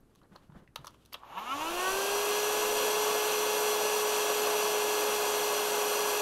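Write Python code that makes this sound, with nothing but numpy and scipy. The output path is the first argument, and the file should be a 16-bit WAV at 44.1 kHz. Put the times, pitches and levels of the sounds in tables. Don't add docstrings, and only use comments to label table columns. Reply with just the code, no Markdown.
import sys
import numpy as np
from scipy import signal
from scipy.fft import rfft, irfft
from scipy.io import wavfile
from scipy.ndimage import uniform_filter1d, map_coordinates

SR = 44100
rng = np.random.default_rng(int(sys.argv[2]) if len(sys.argv) > 2 else 0)


def unload_wav(signal):
    wavfile.write(
        sys.argv[1],
        SR,
        np.round(np.clip(np.atleast_2d(signal).T, -1, 1) * 32767).astype(np.int16),
    )


def makeup_ratio(level_db):
    decades = np.asarray(level_db, float) / 20
    return 10 ** decades


N = 273861
TIME = np.arange(N) / SR
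HZ = np.arange(N // 2 + 1) * SR / N + 1e-3

# f/Hz, level/dB per Hz
ROOM_NOISE = [(26, -32), (45, -12), (108, 5.5), (171, 4), (355, -0.5), (873, -14), (1320, -15), (1770, -23),
              (7060, -29), (12700, -25), (15000, -42)]
# middle t/s, length t/s, level/dB
PUFFS = [
    (.02, .25, -76),
    (1.6, .09, -61),
    (1.74, .16, -57),
    (1.92, .07, -54),
    (2.17, .22, -62),
    (2.8, .5, -70),
]
# t/s, shell ring level/dB, struck part level/dB, struck part f/Hz, bright crack level/dB
GRIP_TICKS = [(.005, -84, -67, 13500, -78), (.151, -64, -64, 3600, -65), (.157, -61, -65, 4000, -62),
              (.216, -60, -67, 3000, -73), (.233, -67, -68, 4000, -79), (0.353, -52, -55, 1500, -75),
              (.357, -48, -46, 600, -62), (.361, -47, -49.5, 4160, -70), (.5, -53, -75, 2500, -84),
              (.521, -53, -70, 3300, -86), (0.676, -85, -54, 2450, -95)]
LIFT_TICKS = [(.758, -45, -41.5, 2020, -38), (.76, -38, -33, 3980, -54), (0.845, -38.5, -55, 4500, -58),
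              (.848, -48, -56, 4500, -55), (0.858, -55, -55, 3600, -55), (.869, -38, -40, 5400, -46),
              (.872, -55, -46, 3500, -55), (0.878, -45, -43, 4600, -56), (.906, -66, -70, 5500, -65),
              (.944, -57, -62, 3000, -68), (1.051, -74, -63, 3800, -63), (1.059, -69, -59, 3850, -55)]
SWITCH_TICKS = [
    (1.123, -62, -55, 2900, -64),
    (1.127, -49, -46, 2900, -55),
    (1.131, -60, -44, 4770, -51),
    (1.132, -70, -42, 13000, -70),
    (1.142, -38, -34, 3540, -46),
    (1.145, -46, -46, 3000, -59),
    (1.151, -41, -40.5, 950, -64),
    (1.233, -45, -68, 3000, -80),
]
TICK_T60_S = (0.018, 0.019, 0.026)
# f/Hz, width f/Hz, level/dB
TICK_RINGS = [
    [(646, 120, 1), (940, 210, -13), (1100, 380, 16), (1600, 150, -4)],
    [(6430, 930, 3), (8000, 1400, -1), (10300, 2500, 5), (13000, 1700, -7)],
]
# middle t/s, length t/s, level/dB, bright rub against it level/dB
STROKES = [
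    (.12, .05, -74, -8),
    (.18, 0.061, -84, 6),
    (0.242, 0.055, -65, -26),
    (0.353, 0.064, -59.5, -13),
    (.42, 0.12, -64, -14),
    (0.585, .1, -58.5, -15.5),
    (0.804, 0.065, -59.5, -12),
    (0.89, 0.14, -66, -3),
    (1.023, 0.16, -70, -5),
    (1.2, .14, -67, 0),
]
# t/s, peak level/dB, f/Hz,
# time to fall 60 dB t/s
BUMPS = [(.22, -65, 170, 0.036), (.312, -51.5, 190, .05), (0.323, -50, 190, 0.04), (0.494, -42, 157, 0.031),
         (0.521, -49, 152, 0.064), (.564, -40.5, 157, 0.033), (.6, -54, 170, .05), (.62, -46, 170, 0.037),
         (0.687, -52, 130, 0.044), (0.789, -49, 145, 0.064), (.803, -56, 145, 0.065),
         (0.837, -53, 150, 0.044), (1.54, -57, 105, 0.18), (1.6, -59, 125, .1)]
# full-speed level/dB, power of speed, turned-away level/dB, drift level/dB per s
FLOW = [
    (-34, 1.53, -3.5, .15),
    (-38, 2.3, -3, -.3),
    (-36, 3.36, -4.5, -0.03),
]
# f/Hz, level/dB per Hz
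AIR_COLOUR = [(90, -36.5), (200, -14.5), (330, -8), (520, -1), (900, -2.5), (1500, -7), (1950, -16),
              (3000, -8), (5300, -18), (7500, -13), (9800, -18.5), (12000, -17.5), (14500, -18)]
# f/Hz, level/dB per Hz
AWAY_COLOUR = [(90, -25), (330, -9.5), (900, 0), (1900, -14), (2800, -5), (4500, -13), (7000, -7),
               (7900, -22), (9000, -15), (11500, -13), (12300, -16), (14000, -18), (15000, -36)]
# f/Hz, width f/Hz, level/dB per Hz
BARREL = [(513, 140, -3), (696, 35, -1.5), (968, 74, 1), (1125, 43, 2.5), (1530, 100, -8.5),
          (2633, 290, -4.5), (2741, 36, 0), (3270, 170, -7.5), (4243, 205, -5), (4736, 170, -7),
          (5110, 60, -8.5), (5790, 250, -6.5), (6000, 220, -4.5), (6810, 120, -10), (7220, 100, -17),
          (8130, 190, -11), (8900, 120, -12), (9030, 420, -16), (10460, 170, -12.5), (11430, 300, -10),
          (12160, 340, -17), (13030, 310, -9.5)]
# multiple of the shaft speed, level/dB
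BUZZ = [(2, 2), (3, -6), (4, -1.5), (5, -6.5), (6, -12), (7, -9), (8, -2), (9, -11), (10, -13), (11, -31),
        (16, -10)]
# multiple of the shaft speed, level/dB
RIPPLE = [(2, -4.5), (3, -2), (4, -0.5), (5, 1.7), (6, -3), (7, -9), (8, -5), (9, -7), (10, -19), (11, -8),
          (12, -17), (13, -14), (14, -16), (15, -19), (16, -14), (17, -15), (18, -17), (19, -16), (20, -14),
          (22, -14)]
# shaft f/Hz, width f/Hz, gain level/dB
WOBBLE = [(160, 18, 4.5), (179, 12, 3), (193, 14, 10), (252, 22, 4.5), (272, 16, 3), (318, 29, 2),
          (333, 20, -2), (376, 41, 1.5)]
# f/Hz, width f/Hz, level/dB
GRIP = [(194, 27, -55.5), (284, 18, -47), (340, 21, -43)]
# f/Hz, width f/Hz, turned-away level/dB, aimed level/dB
SHELL = [(724, 73, -18, 5), (855, 31, 3, -18), (950, 67, -1, 4), (1109, 47, 4.5, 5), (1234, 93, -1, -30),
         (1332, 63, 2.5, -7), (1500, 33, -27, 3.5), (1590, 57, -20, -1), (1720, 60, -3, -21),
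         (1840, 100, -15, -3.5)]
SLOTS = [(2200, 100, -4, -12), (2450, 110, -3, -8), (2650, 90, -1.5, -2.5), (2800, 90, 4, -3),
         (2980, 90, 3, -6), (3180, 80, -5, -7), (3450, 90, -1.5, -8), (3780, 110, -2.5, -8)]
# shaft f/Hz, width f/Hz, low rattle level/dB, bright rattle level/dB
SHAKE = [(92, 34, -58, -84), (139, 48, -56, -67), (161, 12, -54, -76), (202, 17, -43, -51),
         (204, 20, -46, -66), (280, 22, -50, -67), (308, 21, -41.5, -72), (345, 42, -55, -80)]

SWITCH_S = 1.132
FULL_HZ = 429.07


def slope(points):
    hz, db = np.transpose(points)
    return makeup_ratio(np.interp(np.log(HZ), np.log(hz), db)) ** 2


def peaks(modes, hz):
    return sum(makeup_ratio(db) ** 2 / (1 + (1.41 * (hz - f) / w) ** 2) ** 2 for f, w, db in modes)


def band(lo_hz, hi_hz):
    return 1 / (1 + (lo_hz / HZ) ** 8) / (1 + (HZ / hi_hz) ** 8)


def noise(power):
    hiss = irfft(rfft(rng.standard_normal(N)) * np.sqrt(power), N)
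    return hiss / np.sqrt(np.mean(hiss ** 2))


def walk(rate):
    k = int(SR / rate)
    held = np.repeat(rng.standard_normal(N // k + 1), k)
    return 1.26 * uniform_filter1d(uniform_filter1d(held, k), k)[:N]


def swells(rows, rest_db):
    power = makeup_ratio(rest_db) ** 2
    for s, length, db in rows:
        power = power + makeup_ratio(db) ** 2 * np.exp(-(2.56 * (TIME - s) / length) ** 2)
    return np.sqrt(power)


def ring(modes, t):
    out = 0
    for f, w, db in modes:
        swell_and_fade = w * t * np.exp(-1.8 * np.pi * w * t)
        out = out + makeup_ratio(db) * np.sqrt(w) * swell_and_fade * np.sin(2 * np.pi * f * t)
    return out / np.sqrt(np.sum(out ** 2))


def room():
    floor = makeup_ratio(-67 + 2.7 * walk(3.3)) * noise(slope(ROOM_NOISE) * band(40, 12500))
    hum = makeup_ratio(-70 + 3.3 * walk(2.9)) * np.sin(2 * np.pi * 59 * TIME)
    draught = swells(PUFFS, -73.5) * makeup_ratio(4.3 * walk(11)) * noise(band(8.8, 43))
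    return floor + hum + draught


def ticks():
    out, t = np.zeros(N), TIME[:SR // 8]
    shell, crack = (ring(modes, t) for modes in TICK_RINGS)
    for rows, t60 in zip((GRIP_TICKS, LIFT_TICKS, SWITCH_TICKS), TICK_T60_S):
        fade = makeup_ratio(-60 * t / t60)
        for s, shell_db, part_db, hz, crack_db in rows:
            part = ring([(hz, 640, 0), (.82 * hz, 500, -11), (1.33 * hz, 900, -13)], t)
            i = int(s * SR)
            for db, rings in ((shell_db, shell), (part_db, part), (crack_db, crack)):
                burst = (rng.standard_normal(len(t)) + 3 * (t == 0)) * fade
                out[i:i + len(t)] += makeup_ratio(db) * signal.fftconvolve(burst, rings)[:len(t)]
    return signal.sosfilt(signal.butter(4, 450, "high", fs=SR, output="sos"), out)


def echo(hits):
    t60_s, level_db = 0.13, -14.5
    t = TIME[:SR // 3]
    tail = noise(slope([(200, -10), (1000, 1.5), (5000, -7), (15000, -10)]))[:len(t)]
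    tail = tail * makeup_ratio(-60 * t / t60_s) * (t > .004)
    tail = tail / np.sqrt(np.sum(tail ** 2))
    return makeup_ratio(level_db) * signal.fftconvolve(hits, tail)[:N]


def rubbing():
    dull_gain = swells([(s, length, db) for s, length, db, _ in STROKES], -75.5)
    bright_gain = swells([(s, length, db + rel_db) for s, length, db, rel_db in STROKES], -96)
    dull_colour = slope([(200, 4), (500, -2), (1600, -7.5), (2100, -17), (4000, -47)])
    bright_colour = slope([(2100, -12), (3000, -2.5), (4200, -10), (5200, -13), (7000, -16), (13000, -20),
                           (15500, -30)])
    dull = dull_gain * makeup_ratio(2.8 * walk(60.3)) * noise(dull_colour)
    bright = bright_gain * makeup_ratio(2.7 * walk(79.0)) * noise(bright_colour)
    fade_out = np.clip((1.3 - TIME) / 0.14, 0, 1)
    return fade_out * (dull + bright)


def bumps():
    out, t = np.zeros(N), TIME[:SR // 5]
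    soft_start = 1 - np.exp(-t / 0.0045)
    for s, db, hz, t60 in BUMPS:
        i = int(s * SR)
        out[i:i + len(t)] += 3 * makeup_ratio(db - 60 * t / t60) * soft_start * np.sin(2 * np.pi * hz * t)
    return out


def run_up():
    drag_hz, time_s = 548.8, .2786
    left = np.exp(-np.clip(TIME - SWITCH_S, 1e-4, None) / time_s)
    return (1 - left) / (1 + FULL_HZ / drag_hz * left)


def aim():
    start_s, length_s = 1.473, 0.42
    return np.clip((TIME - start_s) / length_s, 0, 1)


def motor(share, hz):
    phase = 2 * np.pi * np.cumsum(hz + 0.3764 * walk(12)) / SR
    tires_db = -0.7 * np.clip(TIME - 4.06, 0, None)
    tone_gain = np.sqrt((makeup_ratio(-33 + tires_db) * share ** 5.2) ** 2 + peaks(GRIP, hz))
    out = np.sqrt(2) * tone_gain * makeup_ratio(.5 * walk(10)) * np.sin(phase)
    for k, db in BUZZ:
        gain = share ** 3.6 * makeup_ratio(-43 + db + tires_db + 1.25 * walk(11))
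        out += gain * np.sin(k * phase + 6 * rng.random())
    early = slice(SR, 3 * SR)
    return_gain = makeup_ratio(1.2 * walk(60)) * share ** 2.42 * (1 - share) ** 0.58
    strain = return_gain[early] * np.sqrt(makeup_ratio(-6) ** 2 + peaks(WOBBLE, hz[early]))
    coarse = slice(SR, 3 * SR, 32)
    aimed = aim()[coarse]
    for k, db in RIPPLE:
        shell = 0
        for f, w, away_db, aimed_db in SHELL + SLOTS:
            turn_db = away_db + (aimed_db - away_db) * aimed
            shell = shell + peaks([(f, w, 0)], k * hz[coarse]) * makeup_ratio(turn_db) ** 2
        shell = np.interp(TIME[early], TIME[coarse], shell)
        gain = np.sqrt(2 * shell) * makeup_ratio(-28 + db) * strain
        out[early] += gain * np.sin(k * phase[early] + 6 * rng.random())
    return out


def warming(x):
    share, from_s, time_s = .055, 1.6, .4
    late_s = share * time_s * np.exp(-np.clip(TIME - from_s, -.3, None) / time_s)
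    return map_coordinates(x, [(TIME + late_s) * SR], order=5, mode="mirror")


def air(share):
    aimed = aim()
    low_db, mid_db, high_db = (db + 20 * power * np.log10(share) + away_db * (1 - aimed) + drift_db * (TIME - 3)
                               for db, power, away_db, drift_db in FLOW)
    shade = slope([(12900, 0), (13750, -9), (14800, -11.5), (15650, -6.5)])
    colour = (slope(AIR_COLOUR) + peaks(BARREL, HZ)) * shade
    away_colour = slope(AWAY_COLOUR)
    out = 0
    for db, part, warms in ((low_db, band(1, 1930), False), (mid_db, band(1800, 4060), False),
                            (high_db - 1.5, band(4770, 10000), False),
                            (high_db - 5.0, band(11100, 30000), True)):
        jet = noise(colour * part)
        if warms:
            jet = warming(jet)
        flow = np.sqrt(aimed) * jet + np.sqrt(1 - aimed) * noise(away_colour * part)
        out = out + makeup_ratio(db + 0.14 * walk(3.04) + 0.52 * walk(25.07)) * flow
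    return out


def rattle(hz):
    low_gain = np.sqrt(peaks([(f, w, db) for f, w, db, _ in SHAKE], hz))
    bright_gain = np.sqrt(peaks([(f, w, db) for f, w, _, db in SHAKE], hz))
    low_colour = peaks([(760, 98, -8), (940, 98, -3), (1120, 48, 5.0), (1290, 110, -12)], HZ)
    bright_colour = peaks([(3000, 1300, 6), (6000, 900, -8.5), (11600, 900, -1), (13800, 900, -3)], HZ)
    low = low_gain * makeup_ratio(3.2 * walk(70)) * noise(low_colour)
    bright = bright_gain * makeup_ratio(2.1 * walk(88.8)) * noise(bright_colour)
    return low + bright


def scene():
    share = run_up()
    sag_hz = 2.387 * np.clip(TIME - SWITCH_S, 0, None)
    hz = FULL_HZ * share - sag_hz
    hits = ticks()
    handling = hits + echo(hits) + rubbing() + bumps()
    gun = (TIME > SWITCH_S) * (motor(share, hz) + air(share) + rattle(hz))
    mono = room() + handling + gun
    return np.array([mono, mono])


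def roll_off(x):
    return signal.sosfilt(signal.butter(12, 16580, fs=SR, output="sos"), x)


def record(dry):
    cut = signal.ellip(12, .5, 70, 15730, fs=SR, output="sos")
    mix = signal.sosfilt(cut, dry)
    return roll_off(mix)


dry = scene()
out = record(dry)
unload_wav(out)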